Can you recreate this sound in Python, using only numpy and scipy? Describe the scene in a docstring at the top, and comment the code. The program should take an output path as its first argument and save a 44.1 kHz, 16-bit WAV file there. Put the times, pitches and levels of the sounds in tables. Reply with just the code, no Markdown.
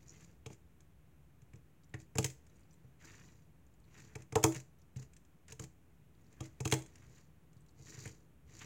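"""A small quiet room: a fingerboard is rolled and flipped on a cloth mat on a table, close to the microphone.
Tail pops and landings excite the decaying modes of the table top, a low thud under the clack of the
wooden deck and loose metal trucks, which are bursts of tiny contacts sent through resonances.
Between tricks the little wheels whirr over the mat and the board scuffs under the fingers, built from
resonant grains and noise; a short room echo, soft hiss and a low drone lie around it all."""
import sys
import numpy as np
from scipy import signal
from scipy.fft import rfft, irfft, next_fast_len
from scipy.io import wavfile

SR = 44100
rng = np.random.default_rng(int(sys.argv[2]) if len(sys.argv) > 2 else 0)


def dump_mix(stems):
    """Bounce the given channels to the path in sys.argv[1] as a 16-bit WAV at rate SR."""
    frames = np.atleast_2d(stems).T  # one column per channel
    limited = np.clip(frames, -1, 1)  # hard clip at full scale
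    pcm = np.round(limited * 32767).astype(np.int16)
    wavfile.write(sys.argv[1], SR, pcm)


N = 381465
TIME = np.arange(N) / SR
HIT_TIME = np.arange(SR // 3) / SR   # time axis of one hit or echo, s

# the board hits the table in a pop or a landing; cushion is how far the mat holds the slap below the boom:
# (start_s, boom_db, cushion_db, wheels_db, deck_db, trucks_db)
BLOWS = [(0.459, -46.5, 13.5, -61, -55, -54.5), (0.5, -53.5, 13, -68, -71, -71),
         (1.532, -52, 23, -67, -76, -72), (1.9382, -42, 16.5, -48, -59.5, -58.5),
         (2.152, -40, 15, -55, -75, -51.5), (2.182, -32.5, 9.5, -44.5, -38.5, -33),
         (2.2421, -38.5, 15, -43.5, -41.5, -34), (4.152, -46, 12.5, -52, -58.5, -53),
         (4.321, -44, 13.5, -55, -64, -54.5), (4.3537, -32.5, -0.5, -40.5, -41, -36),
         (4.4374, -29.5, 2, -35, -36, -25), (4.56, -46, 24, -61, -60, -53),
         (4.959, -40.5, 42, -66.5, -69, -64.5), (5.52, -54, 13.5, -63, -57.5, -51),
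         (5.593, -47, 13.5, -58.5, -58, -48.5), (6.4035, -41.5, 13.5, -63, -56, -52),
         (6.602, -38, 17, -55.5, -57.5, -48.5), (6.652, -34, 12, -50.5, -42.5, -41),
         (6.7217, -31.5, 6.5, -34.5, -33, -33), (8.054, -44.5, 20.5, -51.5, -68, -54),
         (8.073, -49.5, 22, -62, -61, -55)]
# resonances of the axles and their small parts: (pitch_hz, width_hz, level_db)
AXLE_RESONANCES = [(3985, 580, -11), (4720, 450, -7.5), (5880, 490, -4.5), (6840, 617, 0), (7190, 630, -2),
                   (8170, 630, -15), (12650, 4100, -26)]


def from_db(db):
    """Decibels to gain."""
    return 10 ** (np.asarray(db) / 20)


def rms_one(x, size=None):
    """Scale so that the first `size` samples have rms 1."""
    return x / np.sqrt(np.mean(x[:size] ** 2) + 1e-20)


def add(out, start_s, x):
    """Mix x into out from start_s on."""
    at = max(round(start_s * SR), 0)
    out[at:at + len(x)] += x[:max(len(out) - at, 0)]


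def colour(x, spectrum):
    """Give a noise a smooth spectrum, drawn through the listed points on a log frequency axis."""
    hz, db = np.transpose(spectrum)
    size = 2 * next_fast_len(len(x) // 2 + 1)
    bins_hz = np.maximum(np.fft.rfftfreq(size, 1 / SR), 1)
    gain = from_db(np.interp(np.log(bins_hz), np.log(hz), db))
    return irfft(rfft(x, size) * gain)[:len(x)]


def drift(rate_hz):
    """Smoothly joined random values around zero, rate_hz of them per second."""
    knots = rng.standard_normal(N // 20)
    return np.interp(TIME * rate_hz, np.arange(len(knots)), knots)


def resonate(x, body, vary_db=0):
    """Parallel resonances; where the body is touched changes the strength of each."""
    out = 0
    for k, (hz, width_hz, db) in enumerate(body):
        radius = np.exp(-np.pi * width_hz / SR)
        angle = 2 * np.pi * hz / SR
        sign = (-1) ** k
        gain = sign * from_db(db + vary_db * rng.standard_normal()) * (1 - radius ** 2) / 2
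        poles = [1, -2 * radius * np.cos(angle), radius ** 2]
        out = out + gain * signal.lfilter([1, 0, -1], poles, x + 1e-18)
    return out


def high_pass(x, hz):
    """Small parts radiate no bass."""
    return signal.sosfilt(signal.butter(3, min(hz, .45 * SR), "high", fs=SR, output="sos"), x)


def band_pass(x, low_hz, high_hz):
    """Each part radiates only over its own range."""
    edges_hz = [low_hz, min(high_hz, .45 * SR)]
    return signal.sosfilt(signal.butter(3, edges_hz, "band", fs=SR, output="sos"), x)


def grains(per_s, spread_db, size):
    """Tiny contacts at random moments, of uneven force."""
    force = from_db(spread_db * np.minimum(rng.exponential(1, size), 4))
    happens = rng.random(size) < per_s / SR
    return happens * force * rng.choice([-1, 1], size)


def thuds():
    """Everything that shakes the table: (start_s, boom_db, cushion_db)."""
    # fingers press the board into the mat with a dull thump: (start_s, boom_db)
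    presses = [(1.422, -58.5), (1.56, -54.5), (2.841, -55.5), (5.628, -49.5), (7.069, -59), (7.562, -56),
               (7.793, -53), (7.976, -48)]
    lag_s = .002   # the table top gives way just after the wheels touch
    press_cushion_db = 29
    blows = [(s + lag_s, boom, cushion) for s, boom, cushion, *_ in BLOWS]
    return blows + [(s, boom, press_cushion_db) for s, boom in presses]


def ring_share(start_s):
    """Share of the table's full ring time: the weight of the holding fingers shortens it."""
    tumbles_freely = 3.9 < start_s < 4.5   # one flip without hands
    return 1.05 if tumbles_freely else 0.83


def table(vary_db=4.0, swell_s=0.0051, thud_db=-2.5, thud_t60_s=.075, knock_trim_db=1.5):
    """The mat cushions each blow on the table top; the less it cushions, the louder the higher modes."""
    # modes of the table top; ring_share scales the ring time: (pitch_hz, level_db, t60_s)
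    table_modes = [(110.8, -1, 0.094), (128.4, -5.5, .19), (167, -20, .1), (248, -20.5, 0.057),
                   (320.5, -3, 0.15), (345, -0.5, 0.071), (400.4, 3, .06), (440, -0.5, 0.091),
                   (615, -9, 0.26), (747, 0, 0.069), (778.4, 2, 0.071), (844, -2.5, 0.1), (929, -1, 0.08),
                   (1068, -7.5, .07), (1275, -6.5, .06)]
    knock_share = .72   # share of the cushioning that the middle modes feel
    out = np.zeros(N)
    hz, level_db, t60_s = np.transpose(table_modes)[:, :, None]
    swell = (1 - np.exp(-HIT_TIME * hz / (swell_s * hz[0]))) ** 2   # low modes swell more slowly
    waves = np.sin(2 * np.pi * hz * HIT_TIME) * swell
    register = np.digitize(hz[:, 0], [220, 570])   # 0 boom, 1 knock, 2 slap
    for start_s, boom_db, cushion_db in thuds():
        fall_db = -60 * HIT_TIME / ring_share(start_s)   # still to be divided by a t60
        struck = waves * from_db(level_db + fall_db / t60_s + vary_db * rng.standard_normal(hz.shape))
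        boom = rms_one(struck[register == 0].sum(0), size=SR // 40)
        add(out, start_s, from_db(boom_db) * boom)
        knock_db = boom_db - knock_share * cushion_db + knock_trim_db
        slap_db = boom_db - cushion_db
        upper = [(1, knock_db, 305, 520), (2, slap_db, 680, 1300)]
        for k, db, low_hz, high_hz in upper:
            # a crowd of heavily damped modes fills the gaps between the clear ones
            noise = rng.standard_normal(len(HIT_TIME)) * from_db(fall_db / thud_t60_s)
            thud = rms_one(band_pass(noise, low_hz, high_hz))
            clear = rms_one(struck[register == k].sum(0))
            body = clear + from_db(thud_db) * thud
            add(out, start_s, from_db(db) * rms_one(body, size=SR // 55))
    return high_pass(out, hz=45)   # the table top is too small to radiate deep bass


def loose_deck(start_s=4.44, pitch_hz=327, peak_db=-30, t60_s=0.3):
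    """Landing with no hand on it, the deck is free to ring in its first bending mode."""
    out = np.zeros(N)
    ring = np.sin(2 * np.pi * pitch_hz * HIT_TIME)
    add(out, start_s, ring * from_db(peak_db - 60 * HIT_TIME / t60_s))
    return out


def clacks():
    """Everything that shakes the board: (start_s, wheels_db, deck_db, trucks_db, truck_lag_s)."""
    # the loose trucks clack without a blow on the table: (start_s, trucks_db)
    board_clacks = [(0.205, -66.5), (0.242, -65), (0.528, -63), (0.541, -73), (0.804, -68.5), (1.417, -72),
                    (1.556, -70.5), (1.999, -64.5), (2.014, -68), (2.1722, -53), (2.226, -49.5),
                    (2.26, -46.5), (2.2993, -56), (2.465, -71), (3.075, -68), (4.0, -64), (4.219, -62.5),
                    (4.428, -44), (4.521, -50.5), (4.5448, -49), (4.599, -57), (5.024, -65), (5.133, -67.5),
                    (5.164, -63), (5.248, -74), (5.48, -61), (5.6382, -55), (6.325, -69), (6.455, -61),
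                    (6.648, -52), (6.674, -43.5), (6.699, -52.5), (6.712, -40.5), (6.7365, -37),
                    (6.7877, -56.5), (6.8195, -58.5), (6.86, -61.5), (6.9547, -62.5), (7.529, -74.5),
                    (7.893, -68), (8.145, -72.5), (8.55, -69), (8.591, -63)]
    # the harder the blow, the sooner the loose trucks follow the wheels: (trucks_db, lag_s)
    truck_lag = [(-56.5, 0.0025), (-38, 0.00065)]
    shared_db = -9   # a clack without a blow reaches wheels and deck only weakly
    lag_db, lag_s = np.transpose(truck_lag)
    blows = [(s, wheel, deck, truck, np.interp(truck, lag_db, lag_s))
             for s, _, _, wheel, deck, truck in BLOWS]
    loose = [(s, db + shared_db, db + shared_db, db, lag_s[-1]) for s, db in board_clacks]
    return blows + loose


def board(rattle_s=0.0037, rise_s=0.00086, settle_db=-24, settle_s=.016, crack_db=-5.5):
    """A clack is a burst of contacts: wheels and deck, the loose trucks just after, then faint chatter."""
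    # knock of a wheel against its axle: (pitch_hz, width_hz, level_db)
    wheel_knock = [(1680, 400, -3), (1924, 210, -2.5), (2248, 290, -2.5)]
    # resonances of the wooden deck: (pitch_hz, width_hz, level_db)
    deck_resonances = [(2600, 290, 5.5), (3296, 270, 3.5), (4000, 450, -3)]
    # resonances of the metal trucks: (pitch_hz, width_hz, level_db)
    truck_resonances = [(5240, 460, -7.5), (5730, 430, -7), (6340, 450, 0), (6960, 610, 0), (7460, 400, 1),
                        (8600, 610, -12.5)]
    # bright edge from the trucks' small parts: (pitch_hz, width_hz, level_db)
    edge_resonances = [(9500, 1400, -5), (12120, 2800, -8.5), (13700, 1200, -13.5), (15300, 1000, -8.5)]
    # (resonances, low_hz, high_hz, share of the trucks' lag)
    parts = [(wheel_knock, 1400, 2500, 0), (deck_resonances, 2400, 4700, 0),
             (truck_resonances, 4800, 9200, 1), (edge_resonances, 9000, 17500, 1)]
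    # under a firm clack of the trucks the edge lies edge_below_db lower; edge_growth is dB gained per dB of force
    firm_db, edge_below_db, edge_growth = -44, 13.5, .2
    out = np.zeros(N)
    t = HIT_TIME[:SR // 8]
    burst = (1 - np.exp(-t / rise_s)) * np.exp(-t / rattle_s)
    settle = from_db(settle_db) * np.exp(-t / settle_s)
    for start_s, wheel_db, deck_db, truck_db, lag_s in clacks():
        edge_db = truck_db + edge_growth * (truck_db - firm_db) - edge_below_db
        contacts = burst * grains(per_s=20000, spread_db=-1.5, size=len(t))
        contacts = contacts + settle * grains(per_s=1500, spread_db=6.0, size=len(t))
        levels_db = wheel_db, deck_db, truck_db, edge_db
        for db, (body, low_hz, high_hz, lag_share) in zip(levels_db, parts):
            ring = rms_one(band_pass(resonate(contacts, body, vary_db=0.5), low_hz, high_hz))
            # the surfaces also grate directly, without ringing
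            crack = rms_one(band_pass(contacts * rng.standard_normal(len(t)), low_hz, high_hz))
            clack = rms_one(ring + from_db(crack_db) * crack, size=SR // 125)
            add(out, start_s + lag_share * lag_s, from_db(db) * clack)
    return out


def wheels(whirr, hiss, rumble, uneven_db, grit_db=4.0, wander=.07):
    """Wheels tick unevenly over the mat's weave; finger pressure makes axle hiss and table rumble flutter."""
    # resonances of the little wheels: (pitch_hz, width_hz, level_db)
    wheel_resonances = [(1110, 1400, -12.5), (1680, 320, -5), (1905, 130, -3), (2280, 300, -6.5),
                        (2775, 420, -11.5), (4025, 400, -18.5)]
    # table under rolling wheels: (pitch_hz, level_db per Hz)
    rumble_spectrum = [(30, -34), (60, -14), (105, 0), (160, -1.5), (230, -16.5), (330, -14), (600, -24.5),
                       (1100, -30), (2000, -48)]
    pressure = from_db(uneven_db * drift(130))
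    ticks = from_db(grit_db * drift(60)) * grains(per_s=2000, spread_db=3.5, size=N)
    weave = rms_one(high_pass(resonate(ticks, wheel_resonances), hz=686))
    # the whirr wanders in pitch
    read_at = np.cumsum(1 + wander * drift(25)) % N
    weave = np.interp(read_at, np.arange(N), weave)
    rubs = pressure * grains(per_s=1400, spread_db=2.5, size=N)
    chafe = rms_one(high_pass(resonate(rubs, AXLE_RESONANCES), hz=3240))
    boom = rms_one(colour(pressure * rng.standard_normal(N), rumble_spectrum))
    return whirr * weave + hiss * chafe + rumble * boom


def rolling(whirr_trim_db=-0.5, hiss_trim_db=1.5, rumble_db=-57, rumble_power=0.42):
    """Each push speeds the board up and lets it run out; the table's rumble grows more slowly than the hiss."""
    # pushes over the mat, levels at the fastest moment before the trims:
    # (start_s, fastest_s, stop_s, wheel_whirr_db, axle_hiss_db)
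    runs = [(-.25, 0.21, 0.4, -70.5, -71.5), (2.2, 2.56, 3.27, -80.5, -87.5),
            (2.979, 3.053, 3.534, -63.5, -65.5), (3.836, 4, 4.24, -64, -70), (6.047, 6.33, 8, -77.5, -85.5),
            (6.747, 7.02, 7.25, -76, -78), (7.077, 7.18, 7.29, -75, -71), (7.735, 7.889, 8.29, -67, -62),
            (7.837, 8.042, 8.15, -60.5, -62.5), (8.445, 8.611, 8.7, -60.5, -61)]
    speed_power = 1.48   # rolling noise grows with this power of the speed
    whirr, hiss = 0, 0
    for start_s, fastest_s, stop_s, whirr_db, hiss_db in runs:
        speed = np.interp(TIME, [start_s, fastest_s, stop_s], [0, 1, 0])
        swell = speed ** speed_power
        whirr = whirr + from_db(whirr_db + whirr_trim_db) * swell
        hiss = hiss + from_db(hiss_db + hiss_trim_db) * swell
    rumble = from_db(rumble_db) * (hiss / hiss.max()) ** rumble_power
    return wheels(whirr, hiss, rumble, uneven_db=3.0)


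def skidding(attack_s=.005, release_s=.014, rumble_trim_db=-2.5):
    """A skid bites at once, holds while the fingers drag the board and dies away quickly."""
    # the board scrapes briefly over the mat, around a blow or as a roll ends; rumble before its trim:
    # (start_s, end_s, wheel_whirr_db, axle_hiss_db, table_rumble_db)
    skids = [(0.5, 0.528, -76, -67, -49), (1.988, 2.012, -88, -63, -51.5), (4.182, 4.225, -74, -73, -56),
             (4.506, 4.56, -65, -66, -54), (4.55, 4.576, -65, -51.5, -44),
             (4.964, 5.036, -71.5, -68, -55.5), (5.48, 5.512, -67.5, -62.5, -54),
             (5.605, 5.64, -72.5, -63, -47), (6.417, 6.468, -67.5, -63, -51.5),
             (8.611, 8.627, -55.5, -68, -52)]
    whirr, hiss, rumble = 0, 0, 0
    for start_s, end_s, whirr_db, hiss_db, rumble_db in skids:
        bite = np.clip((TIME - start_s) / attack_s, 0, 1)
        drag = bite * np.exp(-np.clip((TIME - end_s) / release_s, 0, 20))
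        whirr = whirr + from_db(whirr_db) * drag
        hiss = hiss + from_db(hiss_db) * drag
        rumble = rumble + from_db(rumble_db + rumble_trim_db) * drag
    return wheels(whirr, hiss, rumble, uneven_db=5.0)


def chirps(slip_s=0.0022):
    """A dry axle chirps as the board first rolls off: each slip rings its two narrow resonances."""
    # moments of the slips: (start_s, level_db)
    axle_slips = [(.082, -58), (.094, -52.5), (.104, -58), (.109, -61), (0.121, -65), (.134, -68),
                  (.160, -67)]
    # the squeaking axle: (pitch_hz, width_hz, level_db)
    squeak = [(5860, 500, -2), (6830, 350, 0)]
    out = np.zeros(N)
    t = HIT_TIME[:SR // 50]
    for start_s, db in axle_slips:
        slip = rng.standard_normal(len(t)) * np.exp(-t / slip_s)
        ring = high_pass(resonate(slip, squeak), hz=4500)
        add(out, start_s, from_db(db) * rms_one(ring, size=SR // 250))
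    return out


def fidgets(slip_s=0.0035, force_spread_db=2.0):
    """Loose trucks tick faintly at uneven moments; each short slip has a force and colour of its own."""
    # the fingers shift their grip: (start_s, end_s, ticks_per_s, typical_tick_db)
    grip_shifts = [(1.824, 1.914, 55, -74.5), (2.49, 2.759, 38, -75), (3.635, 3.888, 22, -77),
                   (4.773, 4.831, 100, -77.5), (6.15, 6.307, 35, -79), (7, 7.224, 35, -75.5),
                   (7.545, 7.713, 45, -75.5)]
    out = np.zeros(N)
    t = HIT_TIME[:SR // 50]
    for start_s, end_s, per_s, db in grip_shifts:
        count = int(np.ceil(per_s * (end_s - start_s)))
        for tick_s in rng.uniform(start_s, end_s, size=min(count, 16)):
            slip = rng.standard_normal(len(t)) * np.exp(-t / slip_s)
            tick = high_pass(resonate(slip, AXLE_RESONANCES, vary_db=15.5), hz=2470)
            force = from_db(db + force_spread_db * rng.standard_normal())
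            add(out, tick_s, force * rms_one(tick, size=SR // 200))
    return out


def room(x, first_s=0.00067, t60_s=0.27):
    """Dense reflections from nearby things and walls, as a decaying coloured noise."""
    # strength of the room's echo: (pitch_hz, level_db)
    echo_spectrum = [(60, -29.5), (130, -13.5), (320, -3), (800, -10), (2500, -13.5), (7000, -12),
                     (15000, -10)]
    onset = 1 - np.exp(-(HIT_TIME / first_s) ** 2)
    decay = from_db(-60 * HIT_TIME / t60_s) * onset
    echo = colour(rng.standard_normal(len(decay)), echo_spectrum) * decay / np.sqrt(np.sum(decay ** 2))
    return x + signal.fftconvolve(x, echo)[:N]


def still_air(hiss_db=-66, drone_db=-69):
    """Soft hiss from coloured noise and a low drone from noise through narrow resonances."""
    # still room: (pitch_hz, level_db per Hz)
    air_spectrum = [(25, -34.5), (40, -21), (58, 2), (100, -8), (165, -4), (200, -12.5), (330, -13.5),
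                    (500, -21.5), (1000, -26.5), (2500, -31), (4800, -43), (6700, -38), (9000, -40.5),
                    (15500, -40)]
    # low drone of the room: (pitch_hz, width_hz, level_db)
    drone_resonances = [(57.6, 9.1, -12), (73, 12, -0.5), (116, 33, -7), (161, 14, -0.5), (248, 7.3, -9.5)]
    hiss = rms_one(colour(rng.standard_normal(N), air_spectrum))
    drone = rms_one(resonate(rng.standard_normal(N), drone_resonances))
    return from_db(hiss_db) * hiss + from_db(drone_db) * drone


def scene():
    """One microphone feeds both channels."""
    impacts = table() + loose_deck() + board()
    travel = rolling() + skidding()
    small_parts = chirps() + fidgets()
    mono = room(impacts + travel + small_parts) + still_air()
    return np.array([mono, mono])


def record(dry, cutoff_hz=15900, offset=-.0005):
    """The top is cut steeply; the converter sits slightly off zero."""
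    steep_cut = signal.ellip(10, .2, 80, cutoff_hz, fs=SR, output="sos")   # .2 dB ripple, 80 dB stop
    return signal.sosfilt(steep_cut, dry) + offset


dry = scene()
out = record(dry)
dump_mix(out)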